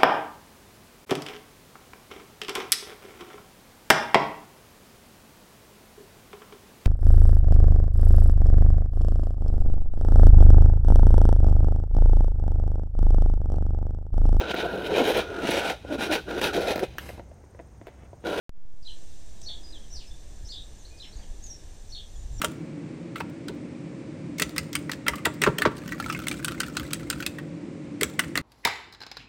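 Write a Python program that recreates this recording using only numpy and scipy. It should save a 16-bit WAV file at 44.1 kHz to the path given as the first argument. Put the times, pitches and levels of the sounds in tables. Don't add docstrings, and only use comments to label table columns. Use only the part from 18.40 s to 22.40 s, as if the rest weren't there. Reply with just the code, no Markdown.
import sys
import numpy as np
from scipy import signal
from scipy.fft import rfft, irfft
from scipy.io import wavfile
from scipy.ndimage import uniform_filter1d

SR = 44100
rng = np.random.default_rng(int(sys.argv[2]) if len(sys.argv) > 2 else 0)


def dump_mix(stems):
    frames = np.atleast_2d(stems).T
    limited = np.clip(frames, -1, 1)
    pcm = np.round(limited * 32767).astype(np.int16)
    wavfile.write(sys.argv[1], SR, pcm)


N = 176400

# frequency in Hz, relative density in dB.
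HISS_SPECTRUM = [(1500, -18), (2300, -8.5), (2850, -1.5), (3150, -4), (3600, 1.5), (4300, -2.5),
                 (5100, -2.5), (5800, 2.5), (6300, 4), (6750, -4.5), (7200, 5.5), (7650, -6), (8100, 3),
                 (8550, -6.5), (9000, 0.5), (9500, -15), (10500, -16), (15000, -17.5)]
AIR_SPECTRUM = [(76, 1), (130, 5.5), (161, 0), (204, 2), (276, -3), (309, 2.5), (337, -2.5), (392, -3),
                (715, -7), (1460, -19.5), (1680, -11.5), (1880, -16), (2600, -22), (3380, -83),
                (5720, -120)]
WIND_SPECTRUM = [(8, -3), (22, 3.5), (45, -5), (72, -8.5), (98, -18.5), (118, -29.5), (300, -53),
                 (900, -102)]
TICK_SPECTRUM = [(500, -16), (2000, -17), (3700, 3), (8000, 5), (11000, -20), (15000, -26)]
RUSTLE_SPECTRUM = [(200, -46), (500, 2.5), (780, 8.5), (1200, -10), (2200, -1), (6000, -43)]
# time in seconds, gain in dB.
FADE_IN_GAIN = [(.09, -70), (.12, -34), (.2, -22), (.33, -14), (.42, -10), (.47, -3), (.53, 0)]
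# start in seconds, step size in dB, edge time in seconds.
INPUT_STEPS = [(0.0939, -30.5, 0.0000079), (.176, -38, 0.0021), (0.252, -33.5, 0.0017), (0.339, -32, 0.002),
               (0.425, -30.5, 0.0029)]
# time in seconds, level in dB.
BUZZ_ENVELOPE = [(.1, -82), (.16, -65), (.4, -62.5), (.55, -90)]
# time in seconds, relative level in dB.
GUST_ENVELOPE = [(.4, -48), (1.2, -45.5), (1.51, -45.5), (1.58, -36), (1.62, -43.5), (1.99, -44.5),
                 (2.05, -35.5), (2.1, -43), (2.7, -47), (2.775, -33), (2.83, -53), (2.89, -39), (3.1, -43),
                 (3.66, -44), (3.76, -37.5), (3.83, -34.5), (3.96, -29.5), (4, -31.5)]
# start in seconds, level in dB.
TICK_EVENTS = [(1.016, -46), (3.039, -51), (3.065, -48.5)]
RUSTLE_EVENTS = [(1.093, -55), (2.793, -55)]
# start and length in seconds, start, middle and end pitch in Hz,
# level in dB, relative echo level in dB.
WHISTLE_NOTES = [(1.23, 0.083, 4970, 4920, 4954, -53, -7), (1.323, 0.062, 4280, 3410, 3050, -51.5, -5),
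                 (1.420, 0.038, 3350, 3300, 2830, -62, -3), (1.501, 0.038, 5250, 5860, 5980, -52.5, -1),
                 (1.523, 0.059, 6075, 5220, 3830, -47.5, 0.5), (1.571, 0.055, 4460, 3290, 2160, -62, 8),
                 (1.668, 0.028, 5100, 5230, 5200, -54, -6), (1.704, 0.028, 3280, 3550, 3670, -54, -2.5),
                 (2.088, .070, 7250, 7370, 7260, -62.5, -20), (2.173, 0.078, 3800, 3763, 3860, -55.5, -11),
                 (2.232, 0.046, 7600, 7400, 6900, -64, -19), (2.380, 0.056, 7100, 6450, 5900, -61, -1),
                 (2.445, 0.0237, 3530, 4280, 4530, -51, -3.5), (2.505, 0.1, 2450, 2477, 2520, -64, -6),
                 (2.608, 0.1, 5110, 5360, 5430, -60, -8), (2.639, 0.0232, 3026, 2300, 1910, -56.5, 0),
                 (2.721, 0.0265, 3660, 4470, 4800, -54.5, -0.5), (2.756, 0.026, 7500, 6470, 5900, -56, 0),
                 (2.778, 0.039, 4780, 4620, 4620, -63.5, 1), (2.818, 0.029, 3480, 3150, 2570, -61.5, -1),
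                 (3.021, 0.049, 5900, 6800, 6820, -52, -11), (3.036, 0.059, 6910, 6340, 6040, -50.5, -1),
                 (3.096, 0.039, 5700, 5645, 5700, -43, -8), (3.128, .034, 5580, 5480, 5300, -52.5, -5),
                 (3.753, .092, 7020, 6980, 7030, -60.5, -19), (3.754, 0.023, 3350, 3360, 3380, -59.5, -21),
                 (3.922, .082, 7250, 7300, 6940, -57, -16), (3.978, 0.031, 5510, 5760, 5600, -48, -6)]
# start and length in seconds,
# start, middle and end pitch in Hz, level in dB.
LEAD_IN_NOTES = [(0.422, 0.032, 4910, 4820, 4160, -51), (1.025, 0.044, 6300, 5610, 4900, -50),
                 (2.046, 0.05, 5240, 5780, 6360, -51.5), (2.571, 0.0297, 5160, 4700, 4320, -55.5),
                 (3.491, 0.04, 6010, 5700, 5680, -54)]
# drop time in seconds, upper, crest, lower and end pitch in Hz,
# upper and lower step length in seconds, overall gain in dB, lower step's relative gain in dB.
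CHIRP_NOTES = [(0.473, 4014, 4030, 3186, 3060, 0.018, 0.032, -38.5, -8),
               (1.083, 4400, 4385, 3530, 3430, 0.018, 0.055, -35, -7.5),
               (2.119, 4350, 5010, 3408, 3690, 0.027, 0.069, -39, -6),
               (2.623, 3990, 4060, 3295, 2950, 0.02, 0.0373, -40, -11.5),
               (3.548, 4385, 4213, 3540, 3430, 0.023, .070, -37, -11.5)]

TIME_S = np.arange(N) / SR


def undb(db):
    return 10 ** (np.asarray(db) / 20)


def envelope(rows):
    return undb(np.interp(TIME_S, *np.array(rows).T))


def noise(gain):
    hz = np.arange(N // 2 + 1) * SR / N + 1e-9
    x = irfft(rfft(rng.standard_normal(N)) * gain(hz), N)
    return x / x.std()


def coloured(spectrum):
    hz, db = np.array(spectrum, float).T

    def gain(f):
        skirts = np.minimum(1, np.minimum(f / hz[0], hz[-1] / f)) ** 4
        return undb(np.interp(np.log(f), np.log(hz), db)) * skirts
    return noise(gain)


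def wander(rate_hz):
    return noise(lambda f: np.exp(-.5 * (f / rate_hz) ** 2))


def burst(start_s, decay_s):
    age_s = TIME_S - start_s
    return (age_s >= 0) * np.exp(-np.abs(age_s) / decay_s)


def camera_hiss(hiss_db=-58.5, whine_db=-82, whine_hz=14400, half_width_hz=35):
    whine = noise(lambda f: 1 / (1 + ((f - whine_hz) / half_width_hz) ** 2))
    return coloured(HISS_SPECTRUM) * undb(hiss_db) + whine * undb(whine_db)


def settling_buzz(start_hz=290, floor_hz=143, sag_s=.06):
    age_s = np.maximum(TIME_S - BUZZ_ENVELOPE[0][0], 0)
    hz = floor_hz + (start_hz - floor_hz) * np.exp(-age_s / sag_s)
    phase = 2 * np.pi * np.cumsum(hz) / SR
    saw = sum(np.sin(k * phase) / k for k in range(1, 40))
    on = (age_s > 0) & (TIME_S < BUZZ_ENVELOPE[-1][0])
    return saw * envelope(BUZZ_ENVELOPE) * on


def start_clicks(settle_s=.021, offset_gain_db=-23.5, rise_s=.08, fall_s=.8):
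    first_s = INPUT_STEPS[0][0]
    offset = undb(offset_gain_db) * (burst(first_s, fall_s) - burst(first_s, rise_s))
    steps = sum(undb(db) * (burst(s, edge_s) - burst(s, settle_s)) for s, db, edge_s in INPUT_STEPS)
    return offset + steps


def distant_air(level_db=-56.5, drift_db=1.05):
    return coloured(AIR_SPECTRUM) * undb(level_db + drift_db * wander(2.3))


def wind(rumble_gain_db=2, edge_gain_db=-11, edge_hz=84):
    force = envelope(GUST_ENVELOPE)
    edge = noise(lambda f: np.exp(-4 * (f / edge_hz - 1) ** 2))
    edge *= force ** 2 / force.max() * undb(edge_gain_db)
    return coloured(WIND_SPECTRUM) * force * undb(rumble_gain_db) + edge


def ticks():
    level = sum(undb(db) * burst(s, decay_s=.006) for s, db in TICK_EVENTS)
    return level * coloured(TICK_SPECTRUM)


def rustles():
    level = sum(undb(db) * burst(s, decay_s=.046) for s, db in RUSTLE_EVENTS)
    return uniform_filter1d(level, size=400) * coloured(RUSTLE_SPECTRUM)


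def trees(sound, delay_s=.005, early_t60_s=.27, late_t60_s=.44, late_db=-23):
    age_s = np.arange(SR) / SR
    decay = undb(-60 * age_s / early_t60_s) + undb(late_db - 60 * age_s / late_t60_s)
    reflections = rng.standard_normal(SR) * (rng.random(SR) < .03)
    response = reflections * decay * (age_s > delay_s)
    return signal.fftconvolve(sound, response / np.linalg.norm(response))[:N]


def syrinx(hz, rms, waver_depth=.0036, octave_db=-30.5):
    waver = waver_depth * rng.standard_normal() * np.sin(np.linspace(0, 4 * np.pi, len(hz)))
    phase = 2 * np.pi * np.cumsum(hz * (1 + waver)) / SR
    return np.sqrt(2) * rms * (np.sin(phase) + undb(octave_db) * np.sin(2 * phase))


def slur(start_s, length_s, first_hz, middle_hz, last_hz, db, rasp, attack_s=.01, fade_s=.014):
    age_s, out = TIME_S - start_s, np.zeros(N)
    on = (age_s >= 0) & (age_s < length_s)
    t = age_s[on]
    arc = np.polyfit([0, .5, 1], [first_hz, middle_hz, last_hz], 2)
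    hz = np.polyval(arc, t / length_s) * (1 + rasp[on])
    attack = np.sin(np.pi / 2 * np.minimum(t / attack_s, 1))
    fade = np.sin(np.pi / 2 * np.minimum((length_s - t) / fade_s, 1))
    out[on] = syrinx(hz, attack * fade * undb(db))
    return out


def chirps(rise_s=.0071, drop_s=.0076, release_s=.016, warble_hz=41.8, warble_depth=.038):
    upper_rasp, lower_rasp = .018, .051
    out, jitter = np.zeros(N), wander(280)
    for at_s, upper_hz, crest_hz, lower_hz, end_hz, hold_s, tail_s, db, lower_db in CHIRP_NOTES:
        onset_s, end_s = -hold_s - rise_s, tail_s + release_s
        age_s = TIME_S - at_s
        on = (age_s > onset_s) & (age_s < end_s)
        t = age_s[on]
        hz = np.interp(t, [onset_s, -hold_s, -hold_s / 2, -drop_s / 2, 0, drop_s, tail_s],
                       [lower_hz, upper_hz, upper_hz, crest_hz, upper_hz, lower_hz, end_hz])
        hz *= 1 - warble_depth * (t > 0) * np.sin(2 * np.pi * warble_hz * t)
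        hz *= 1 + np.where(t > 0, lower_rasp, upper_rasp) * jitter[on]
        lower_gain = undb(lower_db)
        shape = np.interp(t, [onset_s, -hold_s, 0, drop_s, tail_s / 2, tail_s, end_s],
                          [0, .45, undb(-4.5), lower_gain, lower_gain, .5 * lower_gain, 0])
        out[on] += syrinx(hz, shape * undb(db))
    return out


def birds(chirp_echo_db=-1, lead_in_echo_db=-2.5, flutter_db=.98):
    lead_in_rasp = .064 * wander(630)
    whistle_rasp = .0085 * wander(240)
    flutter = undb(flutter_db * wander(49))
    calls = [(chirps(), chirp_echo_db)]
    calls += [(slur(*row, lead_in_rasp), lead_in_echo_db) for row in LEAD_IN_NOTES]
    calls += [(slur(*row, whistle_rasp), echo_db) for *row, echo_db in WHISTLE_NOTES]
    direct = sum(note for note, _ in calls)
    echo_send = sum(note * undb(echo_db) for note, echo_db in calls)
    return direct * flutter + trees(echo_send * flutter)


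def scene():
    mix = birds() + ticks() + rustles() + wind() + distant_air() + camera_hiss()
    return (mix * envelope(FADE_IN_GAIN) + start_clicks() + settling_buzz())[None]


def record(dry):
    cutoff_hz = 15030
    return signal.sosfilt(signal.ellip(10, .2, 70, cutoff_hz, fs=SR, output="sos"), dry)


dry = scene()
out = record(dry)
dump_mix(out)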